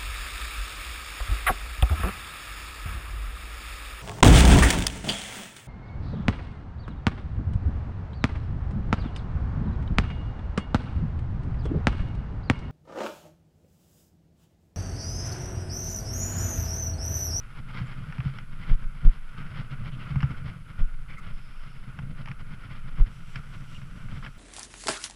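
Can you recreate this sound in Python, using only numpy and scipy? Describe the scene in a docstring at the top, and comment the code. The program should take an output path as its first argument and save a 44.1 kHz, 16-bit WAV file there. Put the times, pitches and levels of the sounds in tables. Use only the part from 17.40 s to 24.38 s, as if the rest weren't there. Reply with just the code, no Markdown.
"""Mountain bike on a dirt trail

Heard from a camera on the rider's chest, knobbly tyres drum and crunch over soil, then fizz on sand.
Bumps set the tyres booming; chain and cables rattle, dry parts squeak and the brake rubs once.
Light wind rocks the microphone, the camera's electronics whine faintly, and jolts swing it a few times."""
import sys
import numpy as np
from scipy.fft import rfft, irfft, next_fast_len
from scipy.io import wavfile
from scipy.ndimage import map_coordinates

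SR = 44100
rng = np.random.default_rng(int(sys.argv[2]) if len(sys.argv) > 2 else 0)


def dump_mix(stems):
    """Bounce the given channels to the path in sys.argv[1] as a 16-bit WAV at rate SR."""
    frames = np.atleast_2d(stems).T  # one column per channel
    limited = np.clip(frames, -1, 1)  # hard clip at full scale
    pcm = np.round(limited * 32767).astype(np.int16)
    wavfile.write(sys.argv[1], SR, pcm)


N = 307818


def amp(db):
    """Amplitude ratio of a level in decibels."""
    return 10 ** (np.asarray(db) / 20)


def unit(x):
    """Normalisation to an rms of 1."""
    return x / np.sqrt(np.mean(x ** 2) + 1e-20)


def curve(rows):
    """Linear interpolation of (time_s, value) rows at every sample."""
    return np.interp(np.arange(N) / SR, *np.transpose(rows))


def ramp(start_s, length_s):
    """Linear rise from 0 to 1."""
    return np.clip((np.arange(N) / SR - start_s) / length_s, 0, 1)


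def wobble(rate_hz):
    """Smooth random modulation: a spline through rate_hz Gaussian values a second."""
    knots = rng.standard_normal(int(N * rate_hz / SR) + 4)
    return map_coordinates(knots, [np.arange(N) * rate_hz / SR])


def filtered(x, response):
    """Linear filtering: the spectrum is multiplied by a frequency response."""
    size = next_fast_len(len(x) + 8192)
    return irfft(rfft(x, size) * response(np.fft.rfftfreq(size, 1 / SR)), size)[:len(x)]


def coloured(x, points):
    """Spectral shaping by (frequency_hz, gain_db) points on a logarithmic frequency axis."""
    points_hz, gain_db = np.transpose(points)
    return filtered(x, lambda hz: amp(np.interp(np.log(hz + 1), np.log(points_hz + 1), gain_db)))


def resonate(x, modes):
    """Modal superposition: damped resonances (centre_hz, width_hz, gain_db) add with alternating sign."""
    def response(hz):
        return sum((-1) ** k * amp(db) * 1j * hz * width / (centre ** 2 - hz ** 2 + 1j * hz * width)
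                   for k, (centre, width, db) in enumerate(modes))
    return filtered(x, response)


def noise(spectrum):
    """Gaussian noise of the given spectral shape, with an rms of 1."""
    return unit(coloured(rng.standard_normal(N), spectrum))


def grains(rate_hz, spread_db):
    """Shot noise: tiny independent impacts of uneven size."""
    impulses = (rng.random(N) < rate_hz / SR) * rng.choice([-1, 1], N)
    return unit(impulses * amp(spread_db * np.clip(rng.standard_normal(N), -2, 2)))


def add(track, start_s, sound):
    """Superposition of a sound on the track."""
    start = round(start_s * SR)
    track[start:start + len(sound)] += sound[:N - start]


def tyres():
    """Impact excitation: knobs drum on the casing, crush soil and keep wheel and frame ringing."""
    # drumming as the tyres are pressed on the ground: time_s, level_db
    load = [(0.0, -51), (0.21, -46), (0.41, -41), (1.56, -48), (1.77, -55.5), (2.02, -43), (2.17, -44),
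            (2.64, -41), (2.8, -35.5), (3.36, -49), (4.2, -53.5), (4.7, -40), (5.01, -46.5), (5.44, -48),
            (5.68, -46.5), (6.26, -48), (6.71, -41), (6.98, -49.5)]
    # steady rolling noise: time_s, level_db
    rolling = [(0.0, -56.5), (0.19, -59), (0.56, -54.5), (0.83, -53.5), (0.95, -57), (1.57, -56.5),
               (2.06, -53.5), (2.53, -57.5), (2.88, -50.5), (3.07, -57), (3.46, -59.5), (3.77, -60.5),
               (4.12, -60.5), (4.43, -58), (5.4, -60.5), (5.93, -58), (6.04, -58.5), (6.98, -60)]
    # response of the tyre casing: frequency_hz, gain_db
    casing = [(30, -2), (65, -10), (100, -3), (135, 2.5), (175, -6.5), (230, -14.5), (300, -23.5),
              (380, -33), (470, -31.5), (650, -31.5), (2000, -107)]
    # spectrum of crushed soil: frequency_hz, gain_db
    soil = [(200, 5.5), (400, -5.5), (720, -7), (1000, -1.5), (1350, 3.5), (1750, -2), (2150, 3.5),
            (2600, -7), (3100, -2.5), (3900, -13.5), (5300, -16), (6200, -37.5), (9000, -37), (15000, -56)]
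    # modes of wheel and frame: centre_hz, width_hz, gain_db
    frame_modes = [(462, 104, -9.5), (815, 230, -11), (1270, 258, 1), (1455, 165, 4.5), (2200, 820, -9.5),
                   (2770, 600, -10), (5000, 720, -31)]
    load_db, roll_db = curve(load), curve(rolling)
    scuff = scuffs(lag_s=0)
    casing_scuff = scuffs(lag_s=0.016)  # the casing answers a little later
    clods_db = 2.97 * wobble(55)  # uneven soil loads the tread in quick spurts
    ground_db = 0.69 * wobble(14)  # the track undulates
    # rolling and scuffing add in power
    drum_gain = np.hypot(amp(load_db + 2 + ground_db), amp(10) * casing_scuff) * amp(0.84 * clods_db)
    drum = drum_gain * unit(coloured(grains(rate_hz=500, spread_db=3.5), casing))
    grit = grains(rate_hz=2600, spread_db=1.5)
    stones = amp(-6.5) * grains(rate_hz=200, spread_db=2)
    crunch_gain = np.hypot(amp(roll_db - 1 + ground_db), amp(0.5) * scuff) * amp(clods_db)
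    crunch = crunch_gain * unit(coloured(grit + stones, soil))
    ring_gain = np.hypot(amp(roll_db + 1.5 + 1.8 * wobble(14)), amp(-4) * scuff)
    ring = ring_gain * unit(resonate(grains(rate_hz=5000, spread_db=1.5), frame_modes))
    return contact() * (drum + crunch + ring)


def scuffs(lag_s):
    """Amplitude envelope that swells and fades as a tyre crosses each patch of loose soil."""
    # loose patches: middle_s, level_db, length_s
    patches = [(0.175, -48, 0.044), (0.298, -47.5, 0.033), (0.381, -44.5, 0.074), (0.504, -48, 0.073),
               (0.584, -53, 0.022), (0.884, -56, 0.044), (0.945, -52, 0.053), (1.278, -48.5, 0.096),
               (1.655, -53, 0.019), (1.761, -55.5, 0.065), (1.994, -48, 0.049), (2.192, -48, 0.076),
               (2.324, -46, 0.036), (2.469, -52, 0.053), (2.671, -49, 0.12), (2.902, -50.5, 0.05),
               (3.086, -49, 0.041), (3.296, -54, 0.032), (3.4, -51.5, 0.031), (3.724, -53, 0.067),
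               (3.874, -51.5, 0.067), (4.268, -52, 0.051), (4.795, -51, 0.054), (5.004, -50, 0.022),
               (5.135, -50.5, 0.052), (5.227, -51.5, 0.056), (5.334, -52, 0.11), (5.498, -52, 0.053),
               (5.591, -51, 0.052), (5.678, -53.5, .04), (5.968, -48, .04), (6.148, -50.5, 0.045),
               (6.37, -70, 0.055), (6.62, -55.5, 0.042), (6.738, -52, 0.088), (6.854, -48, 0.04)]
    t = np.arange(N) / SR - lag_s
    return sum(amp(db) * np.exp(-np.abs((t - middle_s) / (0.64 * length_s)) ** 3)
               for middle_s, db, length_s in patches)


def contact():
    """Amplitude modulation by contact force: tyre noise dips when the tyres run light."""
    # lulls: middle_s, depth_db
    lulls = [(.24, -0.5), (1.06, 3), (1.47, 6.5), (1.82, 3.5), (3.23, 3.5), (3.56, 2.5), (4.13, 0),
             (5.75, 1.5)]
    t, half_length_s = np.arange(N) / SR, 0.028
    return amp(-sum(db * np.exp(-((t - middle_s) / half_length_s) ** 2) for middle_s, db in lulls))


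def air():
    """Pressure fluctuations of the wind rock the microphone, over its own even hiss."""
    # strength of the buffeting: time_s, level_db
    wind = [(0.0, -40), (1.05, -46.5), (1.4, -37.5), (3.17, -45.5), (3.52, -36), (4.26, -42), (5.15, -41.5),
            (5.58, -36), (5.89, -44), (6.98, -40)]
    # spectrum of wind on the microphone: frequency_hz, gain_db
    buffet = [(4, -46.5), (10, 4), (18, 6), (30, -9), (50, -13.5), (80, -26), (160, -50), (400, -85)]
    # spectrum of the microphone's self-noise: frequency_hz, gain_db
    hiss = [(3000, 4), (6300, -4.5), (7800, -4.5), (9000, -9), (14000, -9.5), (15200, -31)]
    wind_db = curve(wind) + 4.5 + 0.31 * wobble(3.1)
    return amp(wind_db) * noise(buffet) + amp(-68) * noise(hiss)


def electronics():
    """Close pure tones beat in the camera's whine; a gated tone buzzes once for each picture it takes."""
    # partials of the whine: pitch_hz, rms_db
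    partials = [(10700, -96), (10750, -77), (10800, -85), (10850, -92), (10900, -94), (10950, -96),
                (11000, -99)]
    picture_hz, buzz_hz = 50, 8410
    t = np.arange(N) / SR
    whine = sum(amp(db) * np.sqrt(2) * np.sin(2 * np.pi * (hz * t + rng.random())) for hz, db in partials)
    picture, fraction = np.divmod(t * picture_hz, 1)
    phase = rng.random(int(picture[-1]) + 1)[picture.astype(int)]
    gate = np.exp(-np.abs((fraction - 0.78) / 0.16) ** 4)
    buzz = unit(gate * np.sin(2 * np.pi * (buzz_hz * t + phase)))
    return whine + amp(-81.5) * buzz


def bumps():
    """Damped free vibration: each bump squashes a tyre, which booms, and shoves the whole bike."""
    # roots and stones hit the tyres: start_s, level_db
    hits = [(0.374, -41), (.408, -19.5), (0.579, -27), (0.785, -17), (.857, -14), (1.65, -17),
            (2.709, -18.5), (2.760, -11), (2.831, -9), (3.014, -26.5), (4.593, -25.5), (5.108, -29.5),
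            (5.584, -24), (5.958, -25), (6.73, -26.5)]
    tyre_hz, tyre_t60_s = 132.6, 0.12
    shove_hz, shove_t60_s = 62, 0.076
    out, t = np.zeros(N), np.arange(SR // 4) / SR
    squash = 1 - np.exp(-(t / 0.004) ** 2)  # soft rubber takes up the blow gradually
    boom = np.sin(2 * np.pi * tyre_hz * t) * amp(-60 * t / tyre_t60_s)
    shove = np.sin(2 * np.pi * shove_hz * t) * amp(-2.5 - 60 * t / shove_t60_s)
    for start_s, db in hits:
        add(out, start_s, -amp(db) * squash * (boom + shove))
    return out


def rattles():
    """Transient excitation: a hard contact rings one resonance, and loose parts buzz on after it."""
    # chain and cables slap the frame: start_s, relative_db, centre_hz
    slaps = [(.391, -33, 1270), (.724, -29.5, 1810), (.782, -32, 1680), (.804, -28, 1380),
             (.860, -35, 1300), (.975, -42, 2000), (.986, -27.5, 2030), (1.649, -40, 940),
             (2.706, -39, 1300), (2.758, -28, 1300), (2.805, -28, 2300), (2.810, -35, 2080),
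             (2.823, -35, 2200), (2.829, -21.5, 1390), (4.588, -33.5, 1700), (4.590, -29.5, 980),
             (4.858, -32.5, 2000), (4.874, -30, 1100), (4.885, -30, 1900), (4.915, -28.5, 1900),
             (5.584, -39, 1350), (5.601, -36, 1120), (5.958, -24.5, 2350), (5.976, -44, 1900),
             (6.136, -39, 1980), (6.416, -38, 2140), (6.686, -37.5, 1700), (6.827, -32.5, 1370),
             (6.848, -33.5, 1700), (6.864, -27, 1650)]
    # colour of a slap on its way to the microphone: frequency_hz, gain_db
    path = [(300, -14), (700, 5.5), (1200, 6.5), (3100, 2.5), (4000, -14.5), (5400, -3.5), (6300, -21),
            (15000, -34)]
    click_t60_s, buzz_t60_s = 0.014, 0.062
    out, t = np.zeros(N), np.arange(-SR // 100, SR // 8) / SR
    age = np.maximum(t, 0)
    force = (t >= 0) * (amp(-60 * age / click_t60_s) + amp(-9 - 60 * age / buzz_t60_s))
    for start_s, db, centre_hz in slaps:
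        strike = rng.standard_normal(len(t)) * force
        width_hz = centre_hz ** 2 / 2200  # low knocks ring longer than high clicks
        ring = resonate(strike, [(centre_hz, width_hz, 0)])
        add(out, start_s + t[0], amp(db - 24.5) * unit(coloured(ring, path)))
    return out


def squeaks():
    """Dry friction excites a resonance: a narrow one chirps, a wide one rasps."""
    # dry parts rub: middle_s, level_db, pitch_hz, width_hz, half_length_s
    rubs = [(0.468, -68, 7300, 300, .011), (2.539, -54, 2930, 700, 0.021), (2.613, -51, 2730, 350, 0.012),
            (3.719, -52.5, 2180, 500, 0.036), (3.783, -50, 2070, 260, 0.017), (3.794, -51, 1270, 220, 0.02),
            (3.789, -63, 6000, 6000, .012), (6.363, -52, 2780, 330, 0.015)]
    out, t = np.zeros(N), np.arange(-SR // 10, SR // 10) / SR
    for middle_s, db, pitch_hz, width_hz, half_length_s in rubs:
        mode = [(pitch_hz, width_hz, 0)]
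        rub = resonate(resonate(rng.standard_normal(len(t)), mode), mode)  # twice, for steeper skirts
        add(out, middle_s + t[0], amp(db) * unit(rub) * np.exp(-(t / half_length_s) ** 4))
    return out


def jolts():
    """A low-frequency pressure pulse arises as the camera swings once, with a dull thud of its mount."""
    # the camera is jolted on its harness: peak_s, level_db, sway_hz
    swings = [(1.325, -7, 20.3), (1.461, -18.5, 18.6), (1.671, -2, 24), (3.424, -10.5, 19),
              (3.944, -23.5, 17), (5.616, -6, 25.7)]
    # spectrum of the mount: frequency_hz, gain_db
    mount = [(30, 1), (65, 5), (130, -1.5), (210, -9), (330, -28), (700, -29), (1500, -41), (4000, -120)]
    out, t = np.zeros(N), np.arange(N) / SR
    thud = amp(-21.5) * noise(mount)
    for peak_s, db, sway_hz in swings:
        cycles = (t - peak_s) * sway_hz
        width = np.where(cycles < 0, 0.42, 0.62)  # it builds faster than it settles
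        swing = np.cos(2 * np.pi * cycles) * np.exp(-(cycles / width) ** 2)
        knock = np.exp(-((cycles + 0.33) / 0.52) ** 2)  # the mount strikes as the swing begins
        out += amp(db) * (swing + thud * knock)
    return out


def brake():
    """Sliding friction: the pads grab, hiss softly on the disc and let go."""
    # spectrum of the pads on the disc: frequency_hz, gain_db
    pads = [(700, -47), (1400, -69), (1800, -9), (2200, 17), (3300, 12), (4000, 1.5), (5300, 12),
            (6300, -18), (12000, -23)]
    grip = ramp(start_s=3.9, length_s=0.052) - ramp(start_s=4.33, length_s=0.18)
    return grip * amp(-63.5 + 0.59 * wobble(26)) * noise(pads)


def sand():
    """Dense shot noise: fine grains fizz off the tread once the tyres reach packed sand."""
    # spectrum of thrown sand: frequency_hz, gain_db
    spray = [(1500, -1), (3000, 13.5), (4200, 2), (5800, 5.5), (6600, -3), (7800, 3), (9500, -7.5),
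             (15000, -15)]
    fizz = unit(coloured(grains(rate_hz=9000, spread_db=6.5), spray))
    return ramp(start_s=5.68, length_s=0.047) * amp(-64 + 1.7 * wobble(12)) * fizz


def scene():
    """Free-field superposition: all sources add at one microphone in the open air."""
    bike = tyres() + sand() + bumps() + rattles() + squeaks() + brake()
    return (bike + jolts() + air() + electronics())[None]


def record(dry):
    """Band limiting: the camera passes nothing above its cutoff."""
    cutoff_hz = 15100
    return filtered(dry[0], lambda hz: hz < cutoff_hz)[None]


dry = scene()
out = record(dry)
dump_mix(out)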